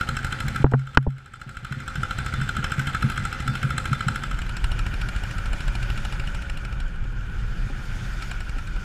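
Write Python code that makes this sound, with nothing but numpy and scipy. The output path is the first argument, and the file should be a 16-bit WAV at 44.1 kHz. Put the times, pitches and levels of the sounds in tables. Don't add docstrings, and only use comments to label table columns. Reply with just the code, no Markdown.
import sys
import numpy as np
from scipy import signal
from scipy.fft import rfft, irfft, next_fast_len
from scipy.io import wavfile
from scipy.ndimage import uniform_filter1d, minimum_filter1d

SR = 44100
rng = np.random.default_rng(int(sys.argv[2]) if len(sys.argv) > 2 else 0)


def transcribe(signal):
    frames = np.atleast_2d(signal).T
    limited = np.clip(frames, -1, 1)
    pcm = np.round(limited * 32767).astype(np.int16)
    wavfile.write(sys.argv[1], SR, pcm)


N = 389835
TIME = np.arange(N) / SR


def from_db(db):
    return 10 ** (np.asarray(db) / 20)


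def rms_one(x):
    return x / np.sqrt(np.mean(x ** 2) + 1e-20)


def curve(rows, times=TIME):
    return np.interp(times, *np.transpose(rows))


def drift(rate_hz):
    step = 40
    r = np.exp(-2 * np.pi * rate_hz * step / SR)
    slow = signal.lfilter([1], [1, -2 * r, r * r], rng.standard_normal(N // step + 2002))[2000:]
    return np.interp(np.arange(N) / step, np.arange(len(slow)), rms_one(slow))


def band(x, low_hz, high_hz):
    edges = np.clip([low_hz, high_hz], 10, SR / 2 - 100)
    return signal.sosfilt(signal.butter(2, edges, "band", fs=SR, output="sos"), x + 1e-18)


def soften(x, hz):
    r = np.exp(-2 * np.pi * hz / SR)
    return signal.lfilter([(1 - r) ** 2], [1, -2 * r, r * r], x + 1e-18)


def ring(force, modes):
    out = 0
    for hz, db, t60 in modes:
        r = np.exp(-np.log(1000) / (t60 * SR))
        real = r * np.cos(2 * np.pi * hz / SR)
        out = out + from_db(db) * signal.lfilter([1, -real], [1, -2 * real, r * r], force + 1e-18)
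    return out


def impulses(times, sizes):
    out = np.zeros(N)
    np.add.at(out, np.clip(np.asarray(times) * SR, 0, N - 1).astype(int), sizes)
    return out


def burst(since, rise_s, fall_s):
    return np.exp(-(np.minimum(since, 0) / rise_s) ** 2 - np.maximum(since, 0) / fall_s)


def turbulence(spectrum, patchy_db, rate_hz):
    hz, db = np.transpose(spectrum)
    edges = np.geomspace(hz[0], hz[-1], int(3 * np.log2(hz[-1] / hz[0])) + 2)
    white = rng.standard_normal((2, N))
    together = 0.37 * drift(rate_hz)
    out = 0
    for k, (low, high) in enumerate(zip(edges, edges[1:])):
        out = out + band(white[k % 2], low, high) * from_db(patchy_db * (together + drift(rate_hz)))
    size = next_fast_len(N)
    bin_hz = np.maximum(np.arange(size // 2 + 1) * SR / size, 1)
    shape = from_db(np.interp(np.log(bin_hz), np.log(hz), db))
    return rms_one(irfft(rfft(out, size) * shape, size)[:N])


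def firings(speed, first_s):
    cycles = np.cumsum(curve(speed)) / SR
    cycles -= np.interp(first_s, TIME, cycles)
    times = np.interp(np.arange(int(cycles[-1]) + 1), cycles, TIME)
    times += rng.normal(0, .0005, len(times))
    beat = np.clip(np.floor(cycles + .1), 0, len(times) - 1).astype(int)
    return times, TIME - times[beat], beat


def loose_parts(per_s, spread_db):
    sizes = from_db(spread_db * np.minimum(rng.exponential(1, N), 4)) * rng.choice([-1, 1], N)
    return rms_one(sizes * (rng.random(N) < per_s / SR))


def exhaust(since, beat, load, body, *, hold_s, fall_s, repeat_share, crack_db, tail_db,
            valve_db, piston_db, clatter_db, uneven_db):
    def per_firing(db, spread_db):
        return from_db(db + spread_db * rng.standard_normal(beat[-1] + 1))[beat]

    force = per_firing(0, uneven_db)
    age = since + 0.0027
    blast = force * burst(age - np.clip(age, 0, hold_s), 0.00066, fall_s)
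    tail = from_db(tail_db) * burst(since, 0.0017, 0.019)
    valves = burst(since - 0.0183, .003, 0.0098) + .7 * burst(since - 0.06, .003, 0.0098)
    valves *= per_firing(valve_db, 0.95)
    stroke = band(rng.standard_normal((3, SR)), 1850, 24000)[:, (since * SR).astype(int) % SR]
    fresh = np.sqrt((1 - repeat_share) * blast ** 2 + tail ** 2 + valves ** 2)
    gas = np.sqrt(repeat_share) * blast * stroke + fresh * rng.standard_normal((3, N))
    onsets = np.maximum(np.diff(1. * (since > -.001), prepend=0), 0)
    crack = from_db(crack_db) * soften(onsets * force, 518)
    compressing = (since > .06) | (age < 0)
    piston = from_db(piston_db) * compressing * band(rng.standard_normal(N), 2090, 3400)
    clatter = from_db(clatter_db) * loose_parts(per_s=300, spread_db=1.5)
    source = (gas + crack + piston + clatter) * from_db(curve(load))
    out = 0
    for k, (hz, width, db) in enumerate(body):
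        low = np.hypot(hz, width / 2) - width / 2
        out = out + band(source[k % 3] * per_firing(db, uneven_db), low, low + width)
    return out


def thump(times, load, modes, soft_hz):
    sizes = from_db(0.63 * curve(load, times) + 2 * rng.standard_normal(len(times)))
    return ring(soften(impulses(times - .002, sizes), soft_hz), modes)


def struck_metal(times, blows, modes, uneven_db=3):
    strengths = from_db(uneven_db * rng.standard_normal((len(times), len(modes))))
    return sum(ring(impulses(times, blows * size), [mode]) for mode, size in zip(modes, strengths.T))


# t/s, f/Hz
BOW_FIRING_RATE = [(0, 12.687), (1, 12.881), (1.8, 12.935), (2.4, 13.158), (3, 13.114), (3.5, 13.301),
                   (4.4, 13.036)]
# t/s, level/dB
BOW_LOAD = [(0, -4.5), (2.2, -6), (2.95, -1.5), (3.4, -5.5), (4.15, -4), (4.6, -2)]
# f/Hz, bandwidth/Hz, level/dB
BOW_RESONANCES = [(841, 160, -17.5), (1368, 156, 2.5), (1530, 197, -2), (2117, 320, -13), (2616, 145, -15),
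                  (3090, 330, -15), (3485, 133, -17), (4063, 194, -16), (5310, 440, -26.5),
                  (6200, 2300, -33), (7640, 1070, -25), (10180, 1860, -35.5), (12300, 680, -37),
                  (14200, 550, -41)]
# f/Hz, level/dB, T60/s
BOW_HULL_MODES = [(65, -16.5, 0.057), (38, -38, 0.36), (135.5, -23, 0.095)]
BOW_METAL_MODES = [(527, -53, .3), (1363, -44.5, .3), (2028, -45.5, .3), (2420, -49, .35), (3533, -47, .3),
                   (5160, -47.5, .07), (7010, -49.5, .05), (9870, -61, .04)]
def bow_engine():
    times, since, beat = firings(BOW_FIRING_RATE, first_s=.012)
    blasts = exhaust(since, beat, BOW_LOAD, BOW_RESONANCES, hold_s=0.0027, fall_s=0.0029,
                     repeat_share=0.33, crack_db=30.5, tail_db=-13, valve_db=-12,
                     piston_db=-11, clatter_db=-21, uneven_db=2)
    boom = thump(times, BOW_LOAD, BOW_HULL_MODES, soft_hz=215)
    return blasts + boom + struck_metal(times, 0.95, BOW_METAL_MODES)


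# f/Hz, level/dB
BOW_WASH_SPECTRUM = [(120, -17), (200, -13), (437, -22), (525, -9), (607, -20.5), (827, -11), (957, -21),
                     (1400, -6.5), (1840, -13), (2090, -14), (3480, -22), (4580, -25), (7760, -33),
                     (13900, -50.5), (15500, -56)]
BOW_RUMBLE_SPECTRUM = [(12, -44), (20, 4), (36, 4), (81, -2.5), (129, 4.5), (173, -14), (233, -8.5),
                       (300, -20), (400, -19), (520, -32), (880, -120)]
def bow_water():
    wash = from_db(-40.5) * turbulence(BOW_WASH_SPECTRUM, patchy_db=2.04, rate_hz=12)
    rumble = from_db(-33) * turbulence(BOW_RUMBLE_SPECTRUM, patchy_db=-1, rate_hz=4.9)
    return wash + rumble


# t/s, level/dB
LARGE_RIPPLES = [(.44, -15), (.602, -10.5), (1.711, -9), (1.978, -11), (2.383, -16), (2.586, -13),
                 (2.782, -8), (3.041, -5.5), (3.485, -11.5), (3.643, -8), (3.915, -10), (4.065, -9.5)]
# f/Hz, level/dB, T60/s
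SLAP_MODES = [(134, 2.5, 0.15), (94.5, -41, 0.059), (231, -23, 0.14)]
def hull_slaps(small_per_s=4, until_s=4.55):
    count = int(small_per_s * until_s)
    offset, size = rng.random((count, 2)).T
    small_ripples = np.column_stack([(np.arange(count) + offset) / small_per_s, -20 + 6 * size])
    times, db = np.vstack([LARGE_RIPPLES, small_ripples]).T
    slaps = ring(soften(impulses(times, from_db(db)), 121), SLAP_MODES)
    churn = sum(from_db(level) * burst(TIME - at - .008, 0.012, 0.033) for at, level in zip(times, db))
    return slaps + from_db(-22.5) * churn * rms_one(band(rng.standard_normal(N), 183, 233))


# t/s, level/dB, cutoff/Hz, scrape/dB, scrape decay/s, boom/dB
CASE_BUMPS = [(0.6429, 17, 850, -15, 0.0036, -21), (0.645, 25.5, 680, -3, 0.0048, 5.5),
              (.665, -5.5, 1600, -28, .006, -4), (.721, 1, 905, -16, 0.0047, -11),
              (0.7364, 4.5, 1590, -19, 0.0023, -21), (0.738, 2, 1180, -7.5, 0.0048, 6),
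              (0.973, 25.5, 2040, 8, 0.0018, 6.5), (0.9749, 25.5, 1650, -2.5, 0.0038, -10),
              (1.066, -16, 800, -13.5, 0.0065, -3), (1.074, 21.5, 186, -13, .003, -2)]
# f/Hz, level/dB, T60/s
CASE_MODES = [(42.7, -7.5, 0.021), (260, -14.5, 0.025), (414, -10.5, 0.0082), (825, -4, 0.0067),
              (1360, -2.5, 0.0074), (1540, -30, 0.013), (2710, -7.5, 0.0068)]
MOUNT_MODES = [(133.1, 1, 0.31), (228, -4, .08)]
def case_bumps():
    knocks = 0
    for at, db, cutoff_hz, scrape_db, scrape_s, _ in CASE_BUMPS:
        scrape = from_db(scrape_db) * burst(TIME - at, 0.00023, scrape_s) * rng.standard_normal(N)
        contact = ring(impulses([at], from_db(db)) + band(scrape, 400, 8000), CASE_MODES)
        softness = signal.butter(4, cutoff_hz, fs=SR, output="sos")
        knocks = knocks + signal.sosfilt(softness, contact)
    times, *_, boom_db = np.transpose(CASE_BUMPS)
    return knocks + ring(soften(impulses(times, from_db(boom_db)), 370), MOUNT_MODES)


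# t/s, f/Hz
STERN_FIRING_RATE = [(4, 13.303), (4.8, 13.45), (5.6, 13.55), (6.3, 13.412), (6.8, 13.041), (7.5, 10.539),
                     (8.2, 10.96), (8.8, 11.33)]
# t/s, level/dB
STERN_LOAD = [(4.3, -23.5), (4.6, -11), (5.4, -17.5), (6.05, -13.5), (6.81, -19.5), (6.88, -31.5),
              (8.13, -34), (8.21, -13.5), (8.8, -24)]
# f/Hz, bandwidth/Hz, level/dB
STERN_RESONANCES = [(820, 430, -9.5), (1338, 72, 2.5), (1670, 340, -8.5), (2366, 290, -4.5),
                    (2836, 250, -5), (3310, 580, -16), (4160, 340, -16.5), (4900, 1240, -21.5),
                    (7520, 770, -19.5), (8880, 310, -21.5), (10130, 1500, -30.5), (9600, 1500, -42),
                    (12700, 550, -54), (13730, 990, -39)]
# f/Hz, level/dB, T60/s
STERN_HULL_MODES = [(49, -12.5, 0.12), (40, -24.5, 0.14)]
STERN_METAL_MODES = [(2404, -75, 0.24), (3810, -50, 0.038), (5456, -53, 0.087), (7750, -53, .005),
                     (11500, -51, .004)]
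def stern_engine():
    times, since, beat = firings(STERN_FIRING_RATE, first_s=3.97)
    blasts = exhaust(since, beat, STERN_LOAD, STERN_RESONANCES, hold_s=0.0028, fall_s=0.0033,
                     repeat_share=0.28, crack_db=8, tail_db=-12.5, valve_db=-39,
                     piston_db=-13, clatter_db=-26, uneven_db=1.6)
    boom = thump(times, STERN_LOAD, STERN_HULL_MODES, soft_hz=232)
    blows = rms_one(from_db(curve(STERN_LOAD, times)))
    return blasts + boom + struck_metal(times, blows, STERN_METAL_MODES)


# t/s, level/dB
WAKE_LEVEL = [(4.5, -53), (4.95, -49), (6.1, -48), (6.55, -54), (7, -59.5), (7.7, -50.5), (8.22, -46.5),
              (8.47, -53), (8.84, -51.5)]
# f/Hz, level/dB
STERN_WASH_SPECTRUM = [(150, -14), (250, -9), (388, -6), (501, -22.5), (544, -11.5), (702, -11.5),
                       (779, -8.5), (1140, -12), (1460, 4.5), (1800, -8.5), (2060, -15.5), (2400, -6.5),
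                       (2630, -15), (3030, -11), (4000, -30), (5200, -66), (8800, -120)]
SPRAY_SPECTRUM = [(1760, 5.5), (3000, -8), (3640, -0.5), (3870, -8.5), (4170, -5), (5060, -5), (5880, -9),
                  (6610, -7), (9070, -17), (9980, -14.5), (10800, -21), (14000, -23), (15500, -32)]
def stern_water():
    spray_db = curve(WAKE_LEVEL)
    slowing_db = np.interp(TIME, (5.6, 7.6), (1.5, -1.5))
    wash_db = -41.5 + 0.39 * (spray_db - spray_db.mean()) + slowing_db
    wash = from_db(wash_db) * turbulence(STERN_WASH_SPECTRUM, patchy_db=1.6, rate_hz=20)
    spray = from_db(spray_db) * turbulence(SPRAY_SPECTRUM, patchy_db=1.76, rate_hz=12)
    return wash + spray


# t/s, level/dB
GUST_LEVEL = [(4.4, -27.5), (4.95, -24), (5.3, -27), (5.9, -26), (6.7, -27.5), (7.15, -26.5), (7.85, -25),
              (8.4, -29.5), (8.75, -27.5)]
# f/Hz, level/dB
WIND_SPECTRUM = [(11, -25), (18, 0), (38, 2.5), (48, -2.5), (70, -14), (124, -9.5), (158, -21), (194, -18),
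                 (236, -30), (454, -39.5), (500, -33.5), (650, -57), (1100, -120)]
def wind():
    return from_db(curve(GUST_LEVEL)) * turbulence(WIND_SPECTRUM, patchy_db=1.53, rate_hz=9.1)


# t/s, level/dB
WHINE_LEVEL = [(4.6, -72), (5.15, -55), (5.8, -55), (6.6, -53), (6.9, -62), (8.84, -91)]
def gear_whine(cycles_per_firing=42):
    hz = cycles_per_firing * curve(STERN_FIRING_RATE) * (1 + 0.0126 * drift(18.7))
    amplitude = from_db(curve(WHINE_LEVEL) + 2.4 * drift(14))
    return amplitude * np.sin(2 * np.pi * np.cumsum(hz) / SR)


# t/s, level/dB
WAVE_KNOCKS = [(7.054, -34), (7.701, -26.5), (8.564, -30.5)]
# f/Hz, level/dB, T60/s
PLANK_MODES = [(269, -3, 0.08), (377, -12, 0.078), (553, -11, 0.048), (800, -8, .04)]
def wave_knocks():
    times, db = np.transpose(WAVE_KNOCKS)
    return ring(soften(impulses(times, from_db(db)), 900), PLANK_MODES)


def scene(dissolve_s=(3.89, 4.55)):
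    bow = bow_engine() + bow_water() + hull_slaps()
    stern = stern_engine() + gear_whine() + stern_water() + wind() + wave_knocks()
    angle = np.interp(TIME, dissolve_s, [0, np.pi / 2])
    return (np.cos(angle) * bow + np.sin(angle) * stern + case_bumps())[None]


def gain_control(x, threshold_db, slope, ahead_s, hold_s, release_db_per_s):
    power = np.abs(uniform_filter1d(x ** 2, size=256))
    excess_db = np.maximum(10 * np.log10(power + 1e-12) - threshold_db, 0)
    ahead, hold = int(ahead_s * SR), int(hold_s * SR)
    held_db = -minimum_filter1d(-slope * excess_db, hold, origin=(hold - 1) // 2)
    release_db = release_db_per_s * TIME
    duck_db = np.maximum.accumulate(held_db + release_db) - release_db
    early_db = np.pad(duck_db[ahead:], (0, ahead), "edge")
    return x * from_db(-soften(early_db, 300))


def record(dry, cutoff_hz=15400):
    ducked = gain_control(dry[0], threshold_db=-9, slope=0.71, ahead_s=.009, hold_s=0.015,
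                          release_db_per_s=19)
    rounded = ducked / (1 + ducked ** 4) ** (1 / 4)
    low_pass = signal.ellip(10, .1, 80, cutoff_hz, fs=SR, output="sos")
    return signal.sosfilt(low_pass, rounded)[None]


dry = scene()
out = record(dry)
transcribe(out)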